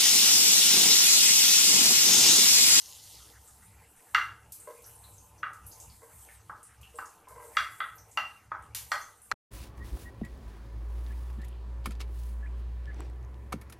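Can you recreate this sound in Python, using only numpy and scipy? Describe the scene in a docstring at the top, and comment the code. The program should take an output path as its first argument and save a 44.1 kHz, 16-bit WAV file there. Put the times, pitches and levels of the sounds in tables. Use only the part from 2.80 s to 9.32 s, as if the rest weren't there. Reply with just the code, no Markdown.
"""A hard-walled kitchen: an appliance rumbles low, a pot murmurs, and a flare of oil hiss dies down at the start.
Shaped noise makes these beds and the oil's fizz; from 0.4 s scattered spits ring as short filtered noise bursts.
At 1.3 s a wooden spatula taps a ceramic plate: decaying modes and a crack of noise; from 3.7 s taps come often.
From 1.9 s chopped onion drops into the metal pot as dull patters of pot modes, thickest between 4.1 and 4.7 s.
Two close microphone ports hear the same bass and a loosely related treble."""
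import sys
import numpy as np
from scipy import signal
from scipy.fft import rfft, irfft, next_fast_len
from scipy.io import wavfile
from scipy.ndimage import uniform_filter1d, map_coordinates

SR = 44100
rng = np.random.default_rng(int(sys.argv[2]) if len(sys.argv) > 2 else 0)


def wav_out(sig):
    """Save sig, one row per channel (or a flat mono array), as 16-bit PCM at SR to the path in sys.argv[1]."""
    wavfile.write(sys.argv[1], SR, np.round(np.clip(np.atleast_2d(sig).T, -1, 1) * 32767).astype(np.int16))


def rack_gain(trim_db):
    """Turn a fader trim in dB into the linear factor to multiply a signal by."""
    fader = np.asarray(trim_db, float)
    return 10 ** (fader / 20)


N = 287701


def unit(x):
    """Scales a sound to rms 1."""
    return x / np.sqrt(np.mean(x ** 2) + 1e-20)


def along(points, hz):
    """Reads a (frequency, value) curve on a logarithmic frequency axis."""
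    f, value = np.transpose(points)
    return np.interp(np.log(hz + 1), np.log(f + 1), value)


def fader(rows):
    """Draws a (time, level) table as one level per sample."""
    time_s, level = np.transpose(rows)
    return np.interp(np.arange(N) / SR, time_s, level)


def wobble(knots_per_s):
    """A smooth random curve through normal-distributed knots."""
    knots = rng.standard_normal(int(N * knots_per_s / SR) + 4)
    return map_coordinates(knots, [np.arange(N) * knots_per_s / SR])


def filtered(x, response):
    """Multiplies the spectrum of x by a response of frequency."""
    size = next_fast_len(N + 8192)
    return irfft(rfft(x, size) * response(np.fft.rfftfreq(size, 1 / SR)), size)[..., :N]


def rush(colour, patchy_db, crackle=0, peaks=()):
    """Two unrelated noises, jointly at rms 1, sharing patches of gain, sparse crackle and resonant peaks."""
    def response(hz):
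        resonance = 1 + sum(rack_gain(db) / (1 + (2 * (hz - centre) / width) ** 2) for centre, width, db in peaks)
        return rack_gain(along(colour, hz)) * resonance

    grains = rng.exponential(1, N) * (rng.random(N) < 0.02)
    noise = rng.standard_normal((2, N)) * (1 + crackle * grains)
    z = signal.stft(noise, nperseg=512)[2]
    # blur a random gain map over frequency and time
    field = uniform_filter1d(rng.standard_normal(z.shape[1:]), size=10, axis=0)
    field = uniform_filter1d(field, size=10, axis=1)
    patchy = signal.istft(z * rack_gain(patchy_db * unit(field)), nperseg=512)[1][:, :N]
    return unit(filtered(patchy, response))


def ring(modes, attack_s):
    """A blow on decaying modes; neighbours swing oppositely, with strength and pitch varied each time."""
    t = np.arange(SR // 4) / SR
    spread = rng.standard_normal((len(modes), 2)) * [1.5, 0.005]  # dB, fraction of pitch
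    total = np.zeros(len(t))
    for k, ((hz, db, t60), (extra_db, detune)) in enumerate(zip(modes, spread)):
        decay = rack_gain(db + extra_db - 60 * t / t60)
        total += (-1) ** k * decay * np.sin(2 * np.pi * hz * (1 + detune) * t)
    return (1 - np.exp(-t / attack_s)) * total


# how long the room's answer lasts: pitch_hz, t60_s
WALL_DECAY = [(500, 0.43), (1300, 0.39), (3500, 0.34), (9000, 0.37)]


def add(out, start_s, sound, wet_db, direct_side_db):
    """Places one event and the kitchen's answer, in which each frequency dies at its own speed."""
    hz, t, z = signal.stft(rng.standard_normal((2, SR // 2)), SR, nperseg=256)
    decay = rack_gain(-60 * t / along(WALL_DECAY, hz)[:, None])
    tail = signal.istft(z * decay, SR, nperseg=256)[1]
    age = np.arange(tail.shape[1]) / SR
    tail = tail * np.clip(age / 0.0008 - 0.5, 0, 1)  # the first wall answers late
    tail = tail * (1 + 0.59 * np.exp(-((age - 0.038) / 0.001) ** 2))  # the far wall returns a bundle of echoes
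    tail = rack_gain(wet_db) * tail / np.linalg.norm(tail[0])
    tail[:, 0] = 1, rack_gain(direct_side_db)  # direct sound: shared part, unshared part
    heard = signal.fftconvolve(sound[None], tail, axes=1)
    room = out[:, round(start_s * SR):][:, :heard.shape[1]]
    room += heard[:, :room.shape[1]]


# rumble fader before its wobble: time_s, level_db
RUMBLE_FADER = [(0, -64.5), (.33, -65), (.85, -60), (1.0, -56.5), (1.25, -82.5), (1.33, -62), (1.7, -57),
                (1.92, -72), (2.02, -57.5), (2.36, -54), (2.52, -64), (2.7, -56), (3.25, -67),
                (3.35, -55.5), (3.56, -66), (3.71, -55), (3.84, -69.5), (4.02, -58.5), (4.34, -67),
                (4.54, -61.5), (5.1, -65.5), (5.2, -62), (5.48, -66), (5.77, -58.5), (6.02, -56.5),
                (6.45, -73), (6.52, -61)]
# rumble colour: pitch_hz, relative_db
RUMBLE_COLOUR = [(15, -33.5), (25, -31), (35, -13.5), (45, -11.5), (65, 2), (86, -3.5), (113, -0.5),
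                 (125, -14.5), (140, -7.5), (227, -15.5), (260, -46), (340, -51), (570, -120)]
# narrow humps in the rumble: centre_hz, width_hz, added_gain_db
RUMBLE_HUMPS = [(64, 8.9, 5.5), (104.8, 17, 4)]
# murmur of the heated pot before its wobble: time_s, level_db
MURMUR_FADER = [(0.0, -67.5), (2.09, -65.5), (2.38, -63.5), (2.72, -63), (4.12, -68), (4.72, -63.5),
                (4.83, -65), (5.63, -68.5), (6.01, -63), (6.52, -73.5)]
# murmur colour: pitch_hz, relative_db
MURMUR_COLOUR = [(130, -38.5), (220, -21), (329, -2), (371, -20.5), (399, -5), (524, -13.5), (572, -17.5),
                 (764, -1), (1500, -20), (1950, -49), (3300, -120)]
# the pot's resonances in the murmur: centre_hz, width_hz, added_gain_db
MURMUR_RESONANCES = [(475.4, 31, 9), (584.3, 22, 15), (899, 40, 4.5), (1026, 19, 9.5)]
# steady far drone colour: pitch_hz, relative_db
DRONE_COLOUR = [(20, -0.5), (35, -2), (100, -7.5), (200, -0.5), (300, -10), (450, -58.5)]
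# steady room air colour: pitch_hz, relative_db
AIR_COLOUR = [(710, -29), (1200, 3), (2750, -2), (3140, -8.5), (5350, -43), (6000, -22), (7800, -40),
              (13200, -120)]


def kitchen():
    """Shaped noise: lumpy low rumble, the pot murmuring in its resonances, a far drone and steady room air."""
    air = rack_gain(-69.5) * rush(AIR_COLOUR, patchy_db=4.7)
    drone = rack_gain(-75) * rush(DRONE_COLOUR, patchy_db=3.3)
    murmur_gain = rack_gain(fader(MURMUR_FADER) + 0.62 * wobble(5.1))
    murmur = murmur_gain * rush(MURMUR_COLOUR, patchy_db=2.5, peaks=MURMUR_RESONANCES)
    rumble_gain = rack_gain(fader(RUMBLE_FADER) + 1.5 * wobble(20) + 1.8 * wobble(10))
    rumble = rumble_gain * rush(RUMBLE_COLOUR, patchy_db=-1.5, peaks=RUMBLE_HUMPS)
    return air + drone + murmur + rumble


# fizz fader before its wobble: time_s, level_db
FIZZ_FADER = [(0, -47.5), (.4, -53.5), (.56, -59.5), (.83, -59.5), (1.1, -64), (1.4, -60), (1.6, -69.5),
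              (1.9, -60.5), (2.27, -58), (2.75, -71), (2.94, -58), (3.18, -64), (3.43, -55.5),
              (3.69, -65.5), (4.03, -68.5), (4.19, -57), (4.45, -71), (4.67, -55.5), (4.97, -58.5),
              (5.2, -66), (5.5, -65), (5.72, -76), (6.0, -70.5), (6.14, -51.5), (6.35, -64.5),
              (6.52, -63.5)]
# fizz colour: pitch_hz, relative_db
FIZZ_COLOUR = [(3240, -42), (5500, -21.5), (6420, -2), (6870, -9), (7240, 0.5), (8290, 3.5), (10300, 2),
               (14200, -2)]
# hiss colour: pitch_hz, relative_db
HISS_COLOUR = [(1060, -59), (1800, -18.5), (2030, -11), (2360, -22), (2760, -5.5), (4010, -3), (7000, -2),
               (9100, -41.5), (15400, -120)]


def oil():
    """Hot oil as crackling noise: a high fizz, a lower hiss that swings partly along, and a flare dying down."""
    t = np.arange(N) / SR
    fizz_db = fader(FIZZ_FADER)
    fizz_gain = rack_gain(fizz_db + 1.58 * wobble(29) + 1.35 * wobble(3.2))
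    fizz = fizz_gain * rush(FIZZ_COLOUR, patchy_db=2.0, crackle=0.76)
    # the flare sags at 12 dB/s, and by a further 61 dB/s after 0.4 s
    flare = rack_gain(-54 - 12 * t - 61 * np.maximum(t - 0.4, 0))
    follow_db = 0.34 * (fizz_db - fizz_db.mean())
    steady = rack_gain(-72.5 + follow_db + 1.5 * wobble(4))
    hiss_gain = (flare + steady) * rack_gain(0.29 * wobble(36))
    return fizz + hiss_gain * rush(HISS_COLOUR, patchy_db=2.0, crackle=2.3)


# bursting bubbles and small snaps, with one light spatula touch at 4.75 s: start_s,
# level_db (before a common trim), pitch_hz, sharpness_ratio (pitch over bandwidth of each of two resonances)
SPIT_EVENTS = [(0.401, -55.5, 1250, 7.4), (0.675, -50.5, 7900, 2.2), (1.163, -55.5, 9230, 3.6),
               (1.721, -38, 10000.0, 0.92), (1.8, -46, 8450, 4.3), (2.02, -52.5, 10900, 1.2),
               (2.042, -51.5, 5800, 3.1), (2.062, -46.5, 11800.0, 2.9), (2.152, -53, 9550, 6.5),
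               (2.19, -54, 8400, 9.5), (2.238, -53.5, 3980, 8.3), (2.337, -55, 7330.0, 6.3),
               (2.381, -52.5, 6330, 8.0), (2.579, -58.5, 5970.0, 5.8), (2.733, -52.5, 8550, 1.0),
               (2.865, -43, 11200, 2.4), (2.915, -53, 4900, 6.2), (2.921, -49, 6500, 7.7),
               (3.0, -44, 7200, 2.3), (3.099, -55, 4660, 4.5), (3.488, -51.5, 1870, 2.6),
               (3.83, -46.5, 8980, 3.3), (4.013, -52, 11060, 0.53), (4.03, -48.5, 2790.0, 6.8),
               (4.155, -49.5, 8300, 6.5), (4.256, -50, 7000, 2.2), (4.485, -50, 10000.0, 1.2),
               (4.75, -49, 1930, 3.9), (5.156, -52, 13100, 3.9), (5.181, -52, 5900, 7.5),
               (5.314, -52.5, 7300, 3), (5.823, -58, 9000.0, 2.5), (5.948, -28, 9100, 0.18),
               (6.214, -46, 6300, 8.0), (6.418, -50.5, 9500.0, 3.5)]


def spits():
    """Bubbles, snaps and one light touch: milliseconds of noise ringing at a pitch, the least sharp being broad."""
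    out, t = np.zeros((2, N)), np.arange(1024) / SR
    f = np.fft.rfftfreq(len(t), 1 / SR)
    for start_s, db, hz, sharpness in SPIT_EVENTS:
        noise = rng.standard_normal(len(t)) * np.exp(-t / 0.0044) * (t < 0.016)
        spectrum = rfft(noise)
        even = spectrum / np.abs(spectrum) ** 0.75  # flattens most of the burst's random unevenness
        damping = 1j * f * hz / sharpness
        resonance = (damping / (hz * hz - f * f + damping)) ** 2
        burst = unit(irfft(even * resonance))
        add(out, start_s, rack_gain(db - 11.0) * burst, wet_db=5.5, direct_side_db=-19.0)
    return out


# onion landings: start_s, level_db (before trims), upper_modes_db (added to the level for the upper modes)
ONION_DROPS = [(1.873, -38.5, -3.5), (3.219, -52, -1), (4.141, -47, -11), (4.215, -54, -17),
               (4.471, -58.5, 11), (4.507, -46, 0.5), (4.561, -49, 3), (4.599, -50.5, 7),
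               (4.643, -46.5, -5), (5.27, -53, -8)]
# pot modes, the two low ones first: pitch_hz, level_db, t60_s
POT_MODES = [(470, 9.5, 0.072), (603, 6.5, 0.096), (1023, 22, 0.02), (846, -37, 0.011), (1250, 13, 0.019),
             (1585, 2, 0.038), (2040, 16, 0.011)]


def drops():
    """Soft pieces land in a patter of uneven sizes and set the pot's walls humming."""
    out = np.zeros((2, N))
    for start_s, db, upper_db in ONION_DROPS:
        patter = np.zeros(SR // 10)
        landings = (np.arange(6) * rng.random(6) * 0.012 * SR).astype(int)
        patter[landings] = rack_gain(-6 * rng.random(6) - np.arange(6))
        low = rack_gain(db - 11.5) * ring(POT_MODES[:2], attack_s=0.0024)
        upper = rack_gain(db + upper_db - 14.0) * ring(POT_MODES[2:], attack_s=0.0017)
        add(out, start_s, signal.fftconvolve(low + upper, patter), wet_db=1.0, direct_side_db=-6)
    return out


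# taps: start_s, main_db (before a common trim), then family strengths against the main one:
# low_db, ring_db, high_db, top_db
SPATULA_TAPS = [(1.3466, -11.5, -25.5, -24, -20, -17), (2.63, -22, -25.5, -33.5, -26, -51),
                (3.696, -34.5, -7, -56, -40, -57), (4.1868, -30.5, -8, -29, -38, -24),
                (4.7687, -14.5, -24.5, -26, -13, -15.5), (5.0033, -24.5, -15.5, -34, -13.5, -34),
                (5.3732, -23.5, -8.5, -14, -15.5, -11.5), (5.7168, -26, -9, -64, -34.5, -42),
                (6.1171, -20.5, -11, -38, -14.5, -9), (6.5144, -16, -13.5, -34, -26, -12)]
# plate modes in six families (low, main, second, ring, high, top): pitch_hz, level_db, t60_s
PLATE_MODES = [
    [(314, -12, 0.03), (595, -1, 0.031), (824, 8, 0.022), (1087, 15, 0.02)],
    [(1088, -10, 0.078), (1186, 2.5, 0.019), (1299, 6.5, 0.027), (1403, 1.5, 0.027), (1518.5, -3, 0.061),
     (1644, -4, 0.045)],
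    [(1933, 10, 0.022), (2077, 5, 0.029), (2255, 8, 0.0082)],
    [(2790, 18.5, 0.06)],
    [(3190, 9, 0.013), (3403, 5.5, 0.04), (3840, 4, 0.013), (4680, -9.5, 0.029)],
    [(4210, 2, 0.023), (4790, 1.5, 0.019), (5450, -2, 0.014), (5890, -1, 0.026), (6650, -7, 0.014),
     (7500, -4.5, 0.015), (8710, -9.5, .012), (10000, -23, 0.0089)],
]


def taps():
    """The blade's corner touches softly, then its edge strikes and cracks; each landing weights the modes."""
    out, t = np.zeros((2, N)), np.arange(SR // 4) / SR
    lead = round(0.00622 * SR)  # touch to strike, in samples
    for start_s, db, low_db, ring_db, high_db, top_db in SPATULA_TAPS:
        second_db = 0.49 * high_db  # the second family follows the high one
        family_db = [low_db, 0, second_db, ring_db, high_db, top_db]
        struck = [(hz, level + gain, t60) for gain, modes in zip(family_db, PLATE_MODES)
                  for hz, level, t60 in modes]
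        touch = rack_gain(-32.5) * ring(PLATE_MODES[0] + PLATE_MODES[1], attack_s=0.0019)
        crack = rack_gain(top_db + 0.5 - 60 * t / 0.009) * rng.standard_normal(len(t))  # t60 9 ms
        strike = ring(struck, attack_s=0.00022) + crack
        blow = np.pad(strike, (lead, 0)) + np.pad(touch, (0, lead))
        add(out, start_s - lead / SR, rack_gain(db - 6.0) * blow, wet_db=2.0, direct_side_db=-5)
    return out


# gain on the part the ports do not share: pitch_hz, gain_db
PORT_DIFFERENCE = [(3000, -64), (4500, -16.5), (6500, -10.5), (9000, -3.5), (14000, -5.5)]


def scene():
    """Sums each source's shared and unshared parts; the ports differ only in the treble."""
    mid, apart = kitchen() + oil() + drops() + spits() + taps()
    side = filtered(apart, lambda hz: rack_gain(along(PORT_DIFFERENCE, hz)))
    return np.array([mid + side, mid - side])


def low_pass(x):
    """Removes everything above the highest recorded frequency."""
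    return signal.sosfilt(signal.butter(12, 15310, fs=SR, output="sos"), x)


def record(dry):
    """Finishes the mix with a low-pass: the treble drops steeply by 40 dB around top_hz."""
    top_hz, slope_hz = 14380, 20
    finished = filtered(dry, lambda hz: rack_gain(-40 / (1 + np.exp((top_hz - hz) / slope_hz))))
    return low_pass(finished)


dry = scene()
out = record(dry)
wav_out(out)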